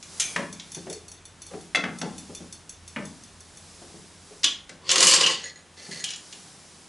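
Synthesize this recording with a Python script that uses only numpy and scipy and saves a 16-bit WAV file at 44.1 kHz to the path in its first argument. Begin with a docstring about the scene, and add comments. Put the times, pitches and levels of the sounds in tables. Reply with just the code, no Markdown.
"""A wooden handloom in a small workshop. First a few clacks set its wires jangling. A loose steel fitting
swings and ticks evenly, and impacts excite the modes of frame and beam in knocks and thuds.
Then the boat shuttle clacks against the batten and is thrown along the reed, rattling and scraping by
friction. Last it is drawn out, its bobbin whirring and chattering, with a few more clacks.
Throughout, sleeves rustle over a low hum and hiss."""
import sys
import numpy as np
from scipy import signal
from scipy.fft import rfft, irfft, next_fast_len
from scipy.io import wavfile
from scipy.ndimage import map_coordinates

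SR = 44100
rng = np.random.default_rng(int(sys.argv[2]) if len(sys.argv) > 2 else 0)


def wav_out(sig):
    """Save sig, one row per channel (or a flat mono array), as 16-bit PCM at SR to the path in sys.argv[1]."""
    wavfile.write(sys.argv[1], SR, np.round(np.clip(np.atleast_2d(sig).T, -1, 1) * 32767).astype(np.int16))


N = 303408
T = np.arange(int(SR * .6)) / SR  # time axis of one impact [s]


def shuttle():
    """Impact and sliding friction: the hollow shuttle clacks, rumbles on the batten, scrapes the reed."""
    # contacts of shuttle, reed and fittings: (time [s], level [dB], treble [dB])
    clacks = [(0.0268, -30, -10.5), (0.1978, -14.5, -5), (0.2039, -13.5, -9), (0.2168, -17.5, -19),
              (0.597, -23.5, -29), (4.433, -12.5, -23), (4.4412, -3, -17), (4.692, -53, -16),
              (4.892, -5.5, -29), (4.9031, -10, -20), (4.9139, -6, -9), (4.9568, -5, -14), (4.981, -8, -12),
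              (5.004, -5.5, -8), (5.027, -3, -9), (5.0689, -6.5, -3), (5.1105, -7.5, -13),
              (5.1367, -3.5, -13.5), (5.209, -5, -19.5), (5.232, -13.5, -18), (5.2631, -6, -21),
              (6.0402, -15.5, -10.5), (6.0881, -20, -25), (6.1049, -22, -11.5), (6.135, -21.5, -36),
              (6.1596, -36.5, 0.5), (6.326, -26.5, -18)]
    # force on the reed as the shuttle is pushed in, flung and coasts: (time [s], level [dB])
    throw = [(4.85, -34.5), (4.9, -9), (4.95, -13.5), (5.045, -1.5), (5.14, -2), (5.185, -5.5),
             (5.325, -9.5), (5.42, -27)]
    # modes: (frequency [Hz], nominal bandwidth [Hz], level [dB])
    shuttle_modes = [(2875, 30, -6), (3050, 19, -23), (3380, 18, -7), (4040, 140, 7), (4900, 91, 4),
                     (5330, 160, 6.5), (6030, 330, 6), (6100, 100, -22), (7370, 36, -24), (7900, 50, -6)]
    batten_modes = [(165, 28, -18), (541, 34, 1.5), (795, 15, -13), (1090, 310, 11), (1380, 29, -10),
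                    (1740, 46, -7)]
    reed_modes = [(2760, 50, -2), (3300, 30, -20), (4290, 100, 12.5), (4870, 310, -6), (5110, 210, 4.5),
                  (5730, 110, -16), (7100, 120, -20), (6950, 77, -19), (8300, 56, -6), (7750, 140, -13.5)]
    # excitation spectra: (frequency [Hz], level [dB])
    clack_tone = [(88, -45), (150, -27.5), (554, -25), (1230, -16), (1910, -7.5), (2160, -8), (2950, -0.5),
                  (4640, -4), (5660, -1), (7040, 2), (7850, -4), (10900, -10), (11500, -28), (15000, -57),
                  (22000, -120)]
    rumble_tone = [(70, -48), (120, -28), (165, -0.5), (250, -20.5), (360, -1.5), (450, -2.5), (530, 2.5),
                   (680, -8), (790, -5), (900, -8), (1100, 4.5), (1280, -16), (2000, -10), (3000, -44)]
    scrape_tone = [(1120, -40), (1900, -8), (2170, -9), (2860, 1.5), (3740, -3.5), (4990, -3.5), (5500, -8),
                   (7500, -9), (9750, -17), (16500, -120)]
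    fizz_tone = [(3820, -30), (6500, -1.5), (9300, -11.5), (10900, -4), (11400, -33), (11500, -38),
                 (15000, -55), (22000, -120)]
    out = np.zeros((2, N))
    # the shuttle's weight lies on the batten
    ride = stroke(start_s=4.953, length_s=0.35, rise_db_per_s=217, drift_db_per_s=-6.5, fall_db_per_s=227)
    for s, db, treble_db in clacks:
        bass_db = -19.5 + 0.31 * (db + 11.5) + 8 * ride[round(s * SR)]  # more with force and on the batten
        x = blow(clack_tone, shuttle_modes, crack_t60=0.045, sustain=0.41, ring_db=-1.5, wet_db=-2,
                 contact_s=0.0011)
        add(out, s, amp(db - 19) * voiced(x, 1550, 6200, bass_db, treble_db + 8, swell_s=0.0009))
    start, end = throw[0][0], throw[-1][0]
    gate = stroke(start, end - start, rise_db_per_s=400, drift_db_per_s=0, fall_db_per_s=400)
    force = amp(curve(throw)) * gate
    rumble = ride * friction(rumble_tone, batten_modes, ring_db=-1.5, rate=460, grain_s=0.0037, spiky=0.52)
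    scrape = force * friction(scrape_tone, reed_modes, ring_db=-8.5, rate=270, grain_s=0.0024, spiky=1.3)
    fizz = friction(fizz_tone, reed_modes, ring_db=2.5, rate=980, grain_s=0.00076, spiky=0.97)
    fizz *= force ** 2.28  # harder rubbing sounds brighter
    out += amp(-29) * rumble + amp(-20) * scrape + amp(-14.5) * fizz
    return out * amp([[.15], [-.15]])


def wires():
    """Beating of close modes: the wires jangle once, and the reed sings after the squarest hits."""
    # ringing bands: (frequency [Hz], bandwidth [Hz], level [dB], t60 [s])
    jangle = [(2360, 310, -33, 1), (3350, 210, -35, 0.89), (6290, 370, -21.5, 0.32),
              (9500, 3100, -27.5, 0.51)]
    # the shuttle's nose meets the reed: (time [s], level [dB], frequency [Hz], bandwidth [Hz])
    reed_hits = [(4.442, -23, 3300, 910), (5.232, -21, 2910, 450), (5.261, -26, 2980, 450),
                 (6.041, -35, 3070, 550)]
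    out = np.zeros((2, N))
    add(out, .199, amp(-9.5) * shimmer(jangle))
    reed_t60 = 0.33
    for s, db, hz, width_hz in reed_hits:
        add(out, s, shimmer([(hz, width_hz, db, reed_t60)]))
    return out


def bobbin():
    """Friction and inelastic rebound: the bobbin whirs at each pull and jumps on its ringing spindle."""
    # pulls on the weft: (time [s], duration [s], level [dB])
    pulls = [(5.322, 0.17, -46), (5.774, 0.086, -46.5), (5.912, 0.086, -39.5)]
    # jumps on the spindle: (time [s], level [dB])
    jumps = [(5.295, -16), (5.4394, -19.5), (5.558, -31.5), (5.7754, -46), (5.9123, -26.5), (6.0035, -24)]
    # bobbin modes: (frequency [Hz], nominal bandwidth [Hz], level [dB])
    modes = [(524, 49, -10.5), (1705, 64, -0.5), (2020, 55, -2), (2950, 52, -24), (4187, 110, 4),
             (6660, 130, 3), (8700, 150, -5)]
    # excitation spectrum: (frequency [Hz], level [dB])
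    tone = [(180, -49), (300, -15), (479, -2), (957, -24.5), (1940, 0.5), (2190, -7), (4130, -0.5),
            (5340, -3.5), (6790, -7.5), (11000, -17.5), (14300, -55), (22000, -120)]
    # ringing bands: (frequency [Hz], bandwidth [Hz], level [dB], t60 [s])
    spindle = [(1960, 90, -6, 0.24), (6790, 120, -4.5, 0.22)]
    rebound_s, rebound_loss_db = 0.016, 3.5
    spin = sum(amp(db) * stroke(s, length, rise_db_per_s=3000, drift_db_per_s=11, fall_db_per_s=302)
               for s, length, db in pulls)
    out = spin * friction(tone, modes, ring_db=-2.5, rate=210, grain_s=0.00065, spiky=0.5)
    for s, db in jumps:
        add(out, s, amp(db - 19) * shimmer(spindle))
        for k in range(3):
            x = blow(tone, modes, crack_t60=0.024, sustain=2.0, ring_db=4.5, wet_db=-5.5)
            add(out, s + k * rebound_s, amp(db - 21.5 - k * rebound_loss_db) * x / strength(x))
    return out


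def frame():
    """Structural coupling: the frame knocks as the warp tightens and shakes the beam, which thuds."""
    # frame knocks: (time [s], level [dB], bass [dB], treble [dB], ring [dB])
    knocks = [(0.361, -14, -21, -17, -12), (1.7477, -10.5, -28.5, -14.5, 11), (1.756, -17.5, -21.5, -1, 15),
              (1.8382, -17, -19.5, -23, -10), (2.014, -27, -7.5, -1.5, -10), (2.9609, -21, -15.5, -28, -23),
              (4.6927, -35, -18.5, -3.5, -15)]
    # dull shifts of beam and treadles: (time [s], level [dB], boom [dB])
    thuds = [(0.768, -33, 2), (0.868, -26.5, -13.5), (0.902, -27.5, -20), (1.51, -33, -15),
             (1.534, -27.5, -4.5), (2.294, -33, -3.5), (2.404, -35.5, 1), (3.817, -35.5, -25),
             (3.94, -40, 1), (4.309, -36.5, -16), (5.887, -37.5, 3.5)]
    # the beam answers each knock with a thud, then a boom: (delay [s], level [dB], boom [dB])
    beam_response = [(.019, 4, 4.5), (.062, -11, 14)]
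    # modes: (frequency [Hz], nominal bandwidth [Hz], level [dB])
    frame_modes = [(1350, 53, -8.5), (1890, 190, -1), (2080, 73, 6.5), (2370, 190, -17), (2635, 100, 0.5),
                   (3390, 110, -1), (4030, 33, -13), (4630, 53, -14), (6300, 54, -21)]
    beam_modes = [(172.2, 18.4, 4), (200, 7.9, -6.5), (240, 43, -1), (427.4, 28, 6), (604, 29, -8),
                  (723, 81, -4.5)]
    # excitation spectra: (frequency [Hz], level [dB])
    knock_tone = [(70, -45), (120, -30), (170, -4), (240, -5.5), (400, -21), (540, -6), (720, -10.5),
                  (1000, -7), (1500, -1.5), (2170, -2.5), (3000, -5), (5700, -4.5), (10600, -17),
                  (12000, -32)]
    thud_tone = [(65, -33), (110, -16), (163, -20), (330, 0), (434, -2), (602, -6.5), (823, -11.5),
                 (963, -19.5), (2500, -19), (3250, -16), (5500, -120)]
    out = np.zeros((2, N))
    for s, db, bass_db, treble_db, ring_db in knocks:
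        x = blow(knock_tone, frame_modes, crack_t60=0.033, sustain=0.79, ring_db=ring_db, wet_db=-3.5,
                 contact_s=0.0021)
        add(out, s, amp(db - 14.5) * voiced(x, 870, 2930, bass_db + 14.5, treble_db + 5, swell_s=0.012))
    shakes = [(s + delay, db + bass_db + shake_db, boom_db)
              for s, db, bass_db, *_ in knocks for delay, shake_db, boom_db in beam_response]
    for s, db, boom_db in list(thuds) + shakes:
        x = blow(thud_tone, beam_modes, crack_t60=0.11, sustain=1.48, ring_db=-2.5, wet_db=-8.5,
                 contact_s=0.0014)
        add(out, s, amp(db - 13) * voiced(x, 257, 1700, boom_db + 2, treble_db=-20.5, swell_s=0.0049))
    high_passed = filtered(out, lambda hz: 1 - 1 / (1 + (hz / 125) ** 8))
    return high_passed * amp([[.8], [-.8]])  # slightly to the left


def loose_fitting():
    """Free vibration: a loose steel fitting swings and ticks evenly; lighter ticks ring more freely."""
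    # about 5.6 ticks a second, at first often doubled: (time [s], level [dB])
    ticks = [(0.5267, -27.5), (0.718, -28), (0.7462, -23), (0.8983, -26), (0.9273, -24.5), (1.0819, -32),
             (1.1159, -31), (1.253, -32.5), (1.4185, -29.5), (1.4653, -32), (1.6087, -38), (1.986, -29),
             (2.1804, -27.5), (2.3488, -25.5), (2.5257, -27.5), (2.6934, -27), (2.8774, -30.5),
             (3.053, -31), (3.2355, -35.5), (3.4047, -35.5), (3.5713, -34.5)]
    # modes of the fitting: (frequency [Hz], nominal bandwidth [Hz], level [dB])
    modes = [(3520, 54, -2.5), (3554, 45, -2.5), (4404, 65, 0.5), (5776, 120, 1), (6400, 150, 4),
             (7820, 140, 2.5), (8960, 190, -0.5), (9740, 140, 2), (10520, 54, 2.5), (10800, 140, -1.5)]
    # excitation spectrum: (frequency [Hz], level [dB])
    tone = [(1200, -13), (2500, 3.5), (4000, -7), (6000, 14), (11000, -5)]
    usual_tick_db = -28.5
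    out = np.zeros((2, N))
    for s, db in ticks:
        ring_db = 2.5 - 0.64 * (db - usual_tick_db)
        x = blow(tone, modes, crack_t60=0.044, sustain=2.4, ring_db=ring_db, wet_db=-1.5,
                 contact_s=0.00058)
        add(out, s, amp(db - 15.5) * x / strength(x))
    return out


def background():
    """Incoherent noises add in power: sleeves rustle over air and hiss, with rumble and a wavering hum."""
    # envelope of rumble and hum: (time [s], level [dB])
    low_levels = [(0.0, -63), (2.66, -60.5), (2.95, -58.5), (6.15, -69.5), (6.88, -69)]
    # hum partials: (frequency [Hz], level [dB])
    partials = [(85.5, 3), (167, -11)]
    # sleeves brush the cloth: (centre time [s], duration [s], level [dB])
    sleeves = [(0.264, 0.36, -43), (0.792, 0.49, -52), (1.566, 0.28, -53), (2.187, 0.8, -52),
               (3.1, 0.52, -54.5), (3.81, 0.83, -52), (4.364, .35, -53.5), (5.947, 0.26, -46.5),
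               (6.336, 0.46, -50.5), (6.67, 1, -54)]
    # noise spectra: (frequency [Hz], level [dB])
    low_tone = [(12, -44), (22, -14), (52, -4.5), (70, -10), (86, 0), (110, -5), (150, -24), (250, -53)]
    air_tone = [(90, -15), (125, 1.5), (165, 7.5), (240, 2), (380, 0.5), (520, -2.5), (800, -2), (4000, -9),
                (5200, -38), (8800, -120)]
    hiss_tone = [(1880, -25), (3200, -6.5), (4940, 1), (5610, 1), (10600, -3), (11100, -4), (11300, -66),
                 (15000, -120)]
    t = np.arange(N) / SR
    bed = lambda tone, side_db: spread(noise(tone, N), noise(tone, N), side_db)
    hum = sum(amp(db + 2 * wobble(6.2)) * np.sin(2 * np.pi * hz * t + 0.52 * wobble(11))
              for hz, db in partials)
    rumble = amp(curve(low_levels) + 0.5) * (hum + amp(-0.5) * bed(low_tone, side_db=-15.5))
    rustle = np.sqrt(sum(amp(db) ** 2 * np.exp(-2 * np.pi * ((t - s) / length) ** 2)
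                         for s, length, db in sleeves))
    air = np.hypot(amp(-55.5), amp(-5.5) * rustle) * bed(air_tone, side_db=-14)
    hiss = np.hypot(amp(-60.5), rustle) * bed(hiss_tone, side_db=-14)
    return rumble + air + hiss


def room(wet_db, build_s=0.0012):
    """Reverberation: an impulse response of direct sound and a diffuse tail, longest in the bass."""
    # the workshop's tail: (frequency [Hz], t60 [s], level [dB])
    decay = [(99, 0.29, 14), (198, 1, 3), (450, 0.25, 11.5), (850, 0.5, 3.5), (2140, 0.33, 3),
             (6000, 0.3, 0.5), (11100, 0.21, -1)]
    # its stereo width: (frequency [Hz], side level [dB])
    width = [(200, -16), (900, -19), (2200, -20), (4500, -20.5), (8000, -8.5)]
    hz, t, spectra = signal.stft(rng.standard_normal((2, len(T))), SR, nperseg=256)
    t60, db = (along(np.array(decay)[:, [0, k]], hz)[:, None] for k in (1, 2))
    spectra[1] *= amp(along(width, hz))[:, None]
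    tail = signal.istft(spectra * amp(db - 60 * t / t60), SR, nperseg=256)[1][:, :len(T)]
    tail *= 1 - np.exp(-T / build_s)
    response = amp(wet_db) * spread(*tail, side_db=0) / np.linalg.norm(tail[0])
    response[:, 0] += 1  # direct sound
    return response


def blow(tone, modes, crack_t60, sustain, ring_db, wet_db, contact_s=0.00088):
    """Impact excitation: a short crack and the body's ring, heard through the room."""
    crack = noise(tone, len(T)) * amp(-60 * T / crack_t60)
    dry = crack / np.linalg.norm(crack) + amp(ring_db) * ring(modes, sustain)
    dry *= 1 - np.exp(-T / contact_s)  # a brief fade-in softens the attack of each hit
    return signal.fftconvolve(dry[None], room(wet_db), axes=1)[:, :len(T)]


def friction(tone, modes, ring_db, rate, grain_s, spiky):
    """Shot noise: tiny random impacts, rate a second, drive a resonant body in the room; rms 1."""
    impacts = (rng.random(N) < rate / SR) * np.exp(spiky * rng.standard_normal(N).clip(-2, 2))
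    contact = np.sqrt(signal.lfilter([1], [1, -np.exp(-1 / (grain_s * SR))], impacts) + 1e-12)
    grains = unit(filtered(rng.standard_normal(N) * contact, lambda hz: amp(along(tone, hz))))
    resonance = unit(signal.fftconvolve(grains, ring(modes, sustain=0.58))[:N])
    dry = grains + amp(ring_db) * resonance
    return unit(signal.fftconvolve(dry[None], room(wet_db=0), axes=1)[:, :N])


def ring(modes, sustain):
    """Modal superposition: damped sines of random strength, energy 1; sustain divides each bandwidth."""
    hz, width, db = np.transpose(modes)[:, :, None]
    scatter, polarity = rng.standard_normal((2, len(modes), 1))
    gain = amp(db + 2 * scatter) * np.sqrt(width) * np.sign(polarity)
    x = np.sum(gain * np.exp(-np.pi * width * T / sustain) * np.sin(2 * np.pi * hz * T), 0)
    return x / np.linalg.norm(x)


def shimmer(bands, attack_s=0.00076):
    """Beating: decaying bands of noise shimmer like many nearly equal tones."""
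    out = np.zeros((2, len(T)))
    for centre_hz, width_hz, db, t60 in bands:
        white = rng.standard_normal((2, len(T)))
        band = filtered(white, lambda hz: 1 / (1 + (2 * (hz - centre_hz) / width_hz) ** 4))
        x = spread(*band, side_db=-21) * amp(-60 * T / t60) * (1 - np.exp(-T / attack_s))
        out += amp(db) * x / strength(x)
    return out


def voiced(x, low_hz, high_hz, bass_db, treble_db, swell_s):
    """Spectral balance: place and hardness of a contact set its bass and treble against its middle."""
    low, below_treble = (signal.sosfiltfilt(signal.butter(3, hz, fs=SR, output="sos"), x, padtype=None)
                         for hz in (low_hz, high_hz))
    low = low * (1 - np.exp(-T / swell_s))  # inertia: heavy parts take longer to get moving
    bands = [(bass_db, low), (0, below_treble - low), (treble_db, x - below_treble)]
    return sum(amp(db) * band / strength(band) for db, band in bands)


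def stroke(start_s, length_s, rise_db_per_s, drift_db_per_s, fall_db_per_s):
    """Exponential envelope of a movement: it builds up to its start, drifts, then dies away."""
    t = np.arange(N) / SR - start_s
    return amp(rise_db_per_s * np.minimum(t, 0) + drift_db_per_s * np.clip(t, 0, length_s)
               - fall_db_per_s * np.maximum(t - length_s, 0))


def amp(db):
    """Decibels to gain."""
    return 10 ** (np.asarray(db) / 20)


def unit(x):
    """Scaled to rms 1."""
    return x / np.sqrt(np.mean(x ** 2) + 1e-20)


def strength(x):
    """The rms of a blow's first 40 ms."""
    return np.sqrt(np.mean(x[:, :SR // 25] ** 2) + 1e-20)


def along(points, hz):
    """(frequency, value) points read on a log axis."""
    frequencies, values = np.transpose(points)
    return np.interp(np.log(hz + 1), np.log(frequencies + 1), values)


def curve(points):
    """(time, value) points read at every sample."""
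    return np.interp(np.arange(N) / SR, *np.transpose(points))


def wobble(rate):
    """A smooth random curve, rate knots a second."""
    return map_coordinates(rng.standard_normal(int(N * rate / SR) + 4), [np.arange(N) * rate / SR])


def filtered(x, response):
    """Linear filtering: the spectrum of x times a frequency response."""
    n = x.shape[-1]
    padded = next_fast_len(n + 8192)
    return irfft(rfft(x, padded) * response(np.fft.rfftfreq(padded, 1 / SR)), padded)[..., :n]


def noise(tone, size):
    """Coloured noise of rms 1."""
    return unit(filtered(rng.standard_normal(size), lambda hz: amp(along(tone, hz))))


def spread(mid, side, side_db):
    """Mid and side to left and right."""
    return np.array([mid + amp(side_db) * side, mid - amp(side_db) * side])


def add(track, s, x):
    """Lay a sound into the track at time s."""
    part = track[:, round(s * SR):][:, :x.shape[-1]]
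    part += x[:, :part.shape[-1]]


def scene():
    """Superposition of the loom's sources and the background."""
    return frame() + loose_fitting() + shuttle() + wires() + bobbin() + background()


def record(dry):
    """Soft saturation rounds the highest peaks; a steep low-pass limits the band."""
    ceiling, cutoff_hz = .75, 11250
    rounded = dry / (1 + np.abs(dry / ceiling) ** 6) ** (1 / 6)
    return filtered(rounded, lambda hz: 1 / np.sqrt(1 + (hz / cutoff_hz) ** 160))


dry = scene()
out = record(dry)
wav_out(out)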